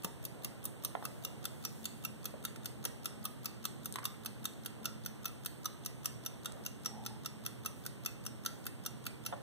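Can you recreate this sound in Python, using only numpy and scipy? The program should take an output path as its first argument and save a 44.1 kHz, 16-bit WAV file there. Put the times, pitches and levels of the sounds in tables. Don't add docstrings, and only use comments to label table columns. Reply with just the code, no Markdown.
import sys
import numpy as np
from scipy import signal
from scipy.fft import rfft, irfft, next_fast_len
from scipy.io import wavfile

SR = 44100
rng = np.random.default_rng(int(sys.argv[2]) if len(sys.argv) > 2 else 0)


def digitize_waveform(pressure):
    field = np.atleast_2d(pressure).T
    bounded = np.clip(field, -1, 1)
    quanta = np.round(bounded * 32767).astype(np.int16)
    wavfile.write(sys.argv[1], SR, quanta)


N = 415414
SHORT = SR // 10
TIME, AGE = np.arange(N) / SR, np.arange(SHORT) / SR

# (pitch [Hz], width [Hz], level [dB])
CASE_MODES = [(1170, 220, -7), (1340, 105, 8)]
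PLATE_MODES = [(1902, 350, -8.5), (2690, 81, 13), (3532, 400, 6.5), (4526, 314, 3), (5440, 326, 5.5),
               (6620, 230, 3), (7030, 300, 0), (7930, 520, -1.5)]
SPRING_MODES = [(5650, 280, 2.5), (6112, 113, 6.7)]
STEEL_MODES = [(8170, 1350, -7.5), (9640, 1330, -4), (11020, 880, -7), (11550, 110, -1), (12270, 670, 1),
               (13400, 1300, -3), (14680, 1200, -2)]
AFTERRING_MODES = [(3725, 18, -6), (8899, 18, -7), (9197, 18, -4), (11400, 35, -14), (11623, 35, -14),
                   (12700, 25, -14)]
HAIRSPRING_MODES = [(5746, 27, 0)]
HELD_CASE_MODES = [(642, 195, 7.5), (1230, 300, -1), (1518, 94, -0.5), (3070, 220, -8.5)]
BOW_MODES = [(1910, 1800, 2), (3980, 340, 9), (5250, 750, 2), (8300, 840, 8), (10000, 2100, 2.5),
             (13500, 1600, 0)]
# (time [s], case [dB], plates [dB], spring [dB], steel [dB], hairspring [dB], case pitch [Hz])
BEATS = [(0.0455, -44.5, -40, -57, -36, -70.0, 1180.0), (0.2512, -63, -46.5, -61, -39.5, -59, 1230.0),
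         (0.446, -55, -41.5, -68, -38, -57, 1180.0), (0.6529, -55.5, -51, -55, -35.5, -68, 1240),
         (0.8478, -46, -40, -47.0, -33.5, -61, 1200.0), (1.0522, -43.5, -43, -66, -40.0, -70.0, 1224),
         (1.2484, -52, -40, -47, -39.0, -69, 1290), (1.453, -46.5, -39.0, -61, -39, -56, 1350.0),
         (1.65, -49, -40, -47.5, -39.5, -42, 1300), (1.8544, -59, -38, -60, -40, -73, 1400.0),
         (2.0493, -47.5, -38.0, -49, -38.5, -51, 1330.0),
         (2.2545, -50.5, -42.5, -50.5, -38.5, -69.5, 1340.0), (2.4504, -45, -40, -50.5, -38, -61, 1360),
         (2.6568, -52.5, -41.5, -64, -40.5, -70.0, 1410), (2.8515, -45.5, -39, -46, -35, -49, 1360),
         (3.0565, -45.5, -39.5, -51, -38, -66.0, 1320), (3.2527, -44, -43, -56, -36.5, -54, 1230.0),
         (3.4564, -48.5, -39.5, -49, -38.5, -66.0, 1280), (3.6524, -43, -38.5, -45, -36, -64, 1300),
         (3.857, -50, -46.5, -49, -39, -70.0, 1340), (4.0528, -44, -37, -47, -35, -54, 1250),
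         (4.259, -48.5, -42.5, -51, -39, -68, 1300.0), (4.4535, -46.5, -38.5, -45, -36.5, -61, 1300),
         (4.6596, -50.0, -42.5, -54, -41.0, -69.5, 1390), (4.855, -44, -37.5, -42.5, -37.5, -52.0, 1380),
         (5.0605, -49, -44.5, -46, -40.5, -54, 1430), (5.2553, -43.5, -40, -44.5, -37, -49, 1350),
         (5.4597, -49.5, -42, -49, -36.5, -70.0, 1400), (5.6559, -42, -41.5, -39.5, -37.0, -61.0, 1260.0),
         (5.8602, -53.0, -43.5, -42.5, -38.5, -60, 1320), (6.0564, -47, -37.5, -41.5, -35, -61.5, 1300),
         (6.2615, -51.5, -42.5, -46, -38.5, -47, 1340), (6.4574, -45.5, -40.0, -46.5, -41, -65.0, 1370.0),
         (6.662, -51.5, -40.5, -43.5, -41, -61.0, 1420), (6.8586, -44.5, -40.5, -36.5, -40, -42.5, 1300),
         (7.0619, -48, -42, -43.5, -41.5, -67, 1360.0), (7.2588, -46, -40, -47, -41, -51, 1360.0),
         (7.462, -48, -40.5, -45.5, -37.5, -65.5, 1410), (7.6595, -42, -41.5, -41.5, -36.5, -63, 1270.0),
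         (7.8627, -48.5, -45, -52.0, -40, -70.0, 1400), (8.0596, -46.5, -38, -40.5, -35.5, -59.0, 1320),
         (8.2633, -49.5, -44.5, -44.5, -41, -73, 1340.0), (8.4605, -41, -37.5, -38, -36, -53.0, 1365),
         (8.6656, -46.5, -43.5, -55, -40, -70.0, 1430), (8.8612, -46, -40.5, -42.0, -38, -56, 1344),
         (9.065, -44.0, -41, -60, -40, -70.0, 1355), (9.262, -48, -40, -44.5, -39.0, -54, 1340)]
# (time [s], peak [dB], contact length [s], pitch [factor])
KNOCKS = [(0.047, -30.5, 0.0013, 0.6), (0.9517, -21.5, 0.0013, 1.14), (1.025, -31, 0.00089, 1.15),
          (1.0285, -44, 0.0013, 1), (2.3395, -36.5, 0.002, 0.85), (2.559, -38, 0.00071, 2.07),
          (2.8574, -31.5, 0.0012, 0.59), (3.9575, -27.5, 0.0017, 1.53), (3.985, -30.5, 0.0018, 1.62),
          (4.031, -39, 0.0039, 1.84), (4.142, -46, .002, 1.9), (9.3253, -28, 0.003, 1.143),
          (9.335, -33, 0.0022, 1)]
# (time [s], peak before the bass cut [dB], contact length [s], bass cut [Hz])
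CLICKS = [(2.561, -31.5, 0.0026, 1000), (3.9246, -18.5, 0.0016, 7100), (3.9402, -26, 0.0022, 3000),
          (3.958, -19, 0.0024, 800), (3.987, -31, 0.0026, 2000), (3.9925, -32, .003, 5000),
          (4.536, -36, .001, 3000), (5.2815, -28, .0014, 4000), (6.5215, -30.5, .0011, 1000)]
# (middle [s], length [s], level [dB])
SKIN_RUBS = [(1.13, 0.31, -66), (1.77, 0.57, -63), (3.98, 0.08, -71), (6.6, .25, -71), (7.8, 0.092, -66),
             (8.58, 0.19, -68)]
GRIP_SHIFTS = [(.4, 0.46, -61.5), (1.25, 0.82, -60.5), (2.9, 0.74, -64.5), (3.99, 0.042, -71),
               (4.8, 0.12, -59.5), (6.33, .08, -59), (6.55, 0.15, -56.5), (8.56, 0.12, -63)]
BOW_GRATES = [(3.985, 0.079, -55)]
# (frequency [Hz], level [dB])
ECHO_COLOUR = [(300, -1.5), (800, -1), (1400, -10), (2000, 3), (2700, -9.5), (3700, -10.5), (4700, -5.5),
               (6000, -14), (8500, -7.5), (10500, -14), (12500, -18), (15000, -17), (15700, -46)]
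# (middle [s], length [s], pitch [Hz], level [dB])
WHISTLES = [(6.988, 0.13, 820, -53.5), (7.132, 0.08, 846, -59)]
# (frequency [Hz], level [dB])
NOISE_COLOUR = [(25, -66), (38, -45), (62, -32.5), (90, -33), (130, -26), (200, -33), (300, -35.5),
                (600, -42.5), (1300, -50.5), (2200, -53.5), (3300, -55.5), (5500, -65), (12500, -66.5),
                (15100, -67), (15900, -90)]
# (pitch [Hz], width [Hz], level [dB], left-right likeness [-1 to 1])
DRONES = [(121.5, 3.3, -60, -0.42), (8445, 140, -69, 0.57)]
# (time [s], level [dB])
HUM_LEVELS = [(0, -68), (1.4, -68.5), (1.7, -58.5), (5.2, -58.5), (5.5, -75), (6.4, -58), (6.8, -59),
              (9.4, -61.5)]
# (frequency [Hz], how related [0 to 1], left over right [dB])
ALL_ROUND = [(60, 1, -3.5), (200, 0.76, -1.5), (510, 0.4, -1), (1100, 1, -1.5), (5200, 1, -0.4),
             (6700, 0.97, -6), (10400, 1, -5), (14700, 0.2, -5)]

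# (unlock ahead of drop [s], base unlock level [dB], slide relative to unlock [dB])
TICK, TOCK = (0.0116, -12.5, -2.5), (0.012, -11, -5)
PIN_LEAD_S, PIN_DB = 0.013, -60
REBOUND_S, REBOUND_DB = 0.0085, -19.5
AFTERRING_DB = -21
CASE_LATE_S = 0.00093
MIC_SPACING_S, WATCH_LAG_S = 0.000408, 0.00039


def escapement():
    out = np.zeros((2, N))
    one_blow = np.array([AGE == 0, np.zeros(SHORT)])
    bright_modes = PLATE_MODES[2:] + STEEL_MODES
    for k, (s, case_db, plates_db, spring_db, steel_db, ping_db, case_hz) in enumerate(BEATS):
        lead_s, unlock_db, slide_db = TOCK if k % 2 else TICK
        unlock_s = s - lead_s
        pin = strike(bright_modes, chatter(0.00086, 0.0015, first=0.2))
        add(out, unlock_s - PIN_LEAD_S, at_level(pin, PIN_DB))
        steel = beat(lead_s, STEEL_MODES, steel_db, unlock_db - 3.5, slide_db=-8,
                     length_s=0.0017, rise_s=0.00024, first=0.54)
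        spring = beat(lead_s, SPRING_MODES, spring_db, unlock_db - 3, slide_db,
                      length_s=0.0019, rise_s=0.00032, first=0.17)
        plates = beat(lead_s, PLATE_MODES, plates_db, unlock_db - 4, slide_db,
                      length_s=0.0013, rise_s=0.0023, first=0.25, pitch=1 + rng.normal(0, 0.022))
        add(out, unlock_s, steel + spring + plates)
        case = beat(lead_s, CASE_MODES, case_db, unlock_db, slide_db,
                    length_s=0.00085, rise_s=0.00056, first=2.4, pitch=case_hz / CASE_MODES[1][0])
        add(out, unlock_s + CASE_LATE_S, case)
        rebound = strike(bright_modes, chatter(0.001, 0.0008, first=0.3))
        add(out, s + REBOUND_S, at_level(rebound, steel_db + REBOUND_DB))
        afterring = at_level(strike(AFTERRING_MODES, one_blow), steel_db + AFTERRING_DB)
        ping = at_level(strike(HAIRSPRING_MODES, one_blow), ping_db)
        add(out, s, afterring + ping)
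    return out


def beat(lead_s, modes, db, unlock_db, slide_db, length_s, rise_s, first, pitch=1):
    unlock = strike(modes, chatter(0.0012, 0.0012, first=0.3), pitch)
    sound = at_level(unlock, db + unlock_db + rng.normal(0, 1.5))
    slide = strike(modes, chatter(0.0064, 0.012, first=0), pitch)
    sound += at_level(slide, db + unlock_db + slide_db)
    drop = strike(modes, chatter(length_s * rng.uniform(1.0, 1.04), rise_s, first), pitch)
    add(sound, lead_s, at_level(drop, db))
    return sound


def chatter(length_s, rise_s, first):
    bounces = rng.standard_normal((2, SHORT)) * (rng.random((2, SHORT)) < 0.3)
    rise = 1 - np.exp(-AGE / rise_s)
    fade = np.exp(-(AGE / length_s) ** 0.72)
    drive = unit_power(bounces * rise * fade) / np.sqrt(SHORT)
    drive[:, 0] = first * rng.choice([-1, 1], 2)
    return drive / np.hypot(1, first)


def strike(modes, drive, pitch=1):
    scatter_db = rng.normal(0, 2.3, len(modes))
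    pair = sum((-1) ** k * from_db(db + scatter_db[k]) * resonate(drive, hz * pitch, width)
               for k, (hz, width, db) in enumerate(modes))
    return spread(pair, likeness=0.87)


def handling():
    out = np.zeros((2, N))
    for s, db, length_s, pitch in KNOCKS:
        add(out, s, contact(HELD_CASE_MODES, db, length_s, first=1.7, treble_hz=3040, pitch=pitch))
    for s, db, length_s, lowest_hz in CLICKS:
        click = contact(BOW_MODES, db, length_s, first=3.4, treble_hz=14800)
        add(out, s, filtered(click, lowest_hz, "highpass"))
    return out


def contact(modes, db, length_s, first, treble_hz, pitch=1):
    rattle = chatter(length_s, rise_s=0.0026, first=first * 0.0012 / length_s)
    sound = strike(modes, filtered(rattle, treble_hz, "lowpass"), pitch)
    return from_db(db) * sound / np.abs(sound).max()


def thumb_bump(s, db, hz, width_hz):
    out = np.zeros((2, N))
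    thud = resonate(1.0 * (AGE == 0), hz, width_hz)
    add(out, s, from_db(db) * np.array([thud, thud]) / np.abs(thud).max())
    return out


def rubbing(slips_per_s=1800):
    grains = rng.standard_normal((2, N)) * from_db(3.3 * np.minimum(rng.exponential(1, N), 5))
    skin = unit_power(resonate(grains, hz=9700, width_hz=8500))
    low_noise = resonate(rng.standard_normal((2, N)), hz=460, width_hz=570)
    pads = unit_power(resonate(low_noise, hz=460, width_hz=570))
    slips = grains * (rng.random(N) < slips_per_s / SR)
    grate = unit_power(strike(HELD_CASE_MODES[1:], slips))
    return swells(SKIN_RUBS) * skin + swells(GRIP_SHIFTS) * pads + swells(BOW_GRATES) * grate


def room_echo(sound, fade_s=0.44):
    out, age = np.zeros((2, N)), np.arange(SR // 2) / SR
    shape = from_db(-60 * age / fade_s) * (1 - np.exp(-age / 0.00039))
    edges = [0] + [round(s * SR) - SHORT // 2 for s, *_ in BEATS[1:]] + [N]
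    for start, end in zip(edges, edges[1:]):
        tail = unit_power(rng.standard_normal((2, len(age))) * shape)
        tail = from_all_round(tail, ECHO_COLOUR) / np.sqrt(len(age))
        add(out, start / SR, signal.fftconvolve(sound[:1, start:end], tail[:, :SR * 2 // 5], axes=1))
    return out


def whistle(waver_hz=54.3):
    waver = filtered(rng.standard_normal((2, N)), waver_hz, "lowpass")
    out = np.zeros(N)
    for s, length_s, hz, db in WHISTLES:
        phase = 2 * np.pi * hz * TIME
        note = unit_power(waver[0] * np.sin(phase) + waver[1] * np.cos(phase))
        out += swells([(s, length_s, db)]) * note
    return out


def background():
    noise = from_all_round(rng.standard_normal((2, next_fast_len(N))), NOISE_COLOUR)[:, :N]
    for hz, width_hz, db, likeness in DRONES:
        noise += from_db(db) * drone(hz, width_hz, likeness)
    hum_gain = from_db(np.interp(TIME, *np.transpose(HUM_LEVELS)))
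    return noise + hum_gain * drone(hz=218.8, width_hz=7.7, likeness=0.37)


def drone(hz, width_hz, likeness):
    return unit_power(spread(resonate(rng.standard_normal((2, N)), hz, width_hz), likeness))


def from_all_round(pair, colour):
    size = pair.shape[1]
    db, = over_hz(colour, size)
    related, balance_db = over_hz(ALL_ROUND, size)
    hz = np.arange(len(db)) * SR / size
    likeness = -np.clip(related, 0, 0.98) * np.cos(2 * np.pi * hz * MIC_SPACING_S)
    gain = from_db(db + balance_db * np.array([[0.5], [-0.5]]))
    return irfft(spread(rfft(pair), likeness) * gain, size)


def at_microphones(sound):
    right = -np.roll(sound[1], round(WATCH_LAG_S * SR))
    return np.array([sound[0], right]) * from_db([[-0.3], [0.3]])


def resonate(x, hz, width_hz):
    r = np.exp(-np.pi * width_hz / SR)
    feedback = [1, -2 * r * np.cos(2 * np.pi * hz / SR), r * r]
    return signal.lfilter(np.array([1, 0, -1]) * (1 - r * r) / 2, feedback, x + 1e-18)


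def filtered(x, hz, kind):
    return signal.sosfilt(signal.butter(2, hz, kind, fs=SR, output="sos"), x)


def spread(pair, likeness):
    mid = np.sqrt((1 + likeness) / 2) * pair[0]
    side = np.sqrt((1 - likeness) / 2) * pair[1]
    return np.array([mid + side, mid - side])


def swells(rows):
    return sum(from_db(db) * np.exp2(-np.minimum((2 * (TIME - s) / length_s) ** 2, 20))
               for s, length_s, db in rows)


def over_hz(table, size):
    hz, *columns = np.transpose(table)
    bins = np.maximum(np.arange(size // 2 + 1) * SR / size, 1)
    return [np.interp(np.log(bins), np.log(hz), column) for column in columns]


def at_level(sound, db):
    return sound * from_db(db) / np.sqrt(np.mean(sound[:, :SR // 100] ** 2))


def unit_power(x):
    return x / np.sqrt(np.mean(x ** 2) + 1e-20)


def from_db(db):
    return 10 ** (np.asarray(db) / 20)


def add(track, s, sound):
    start = max(round(s * SR), 0)
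    track[:, start:start + sound.shape[1]] += sound[:, :max(track.shape[1] - start, 0)]


def scene():
    watch = escapement() + rubbing()
    knocks = handling()
    echo = room_echo(watch + from_db(-4) * knocks)
    thud = thumb_bump(s=KNOCKS[0][0], db=-35, hz=180, width_hz=33)
    return at_microphones(watch + knocks) + echo + thud + whistle() + background()


def record(dry):
    return signal.sosfilt(signal.ellip(8, 0.2, 80, 15500, fs=SR, output="sos"), dry)


dry = scene()
out = record(dry)
digitize_waveform(out)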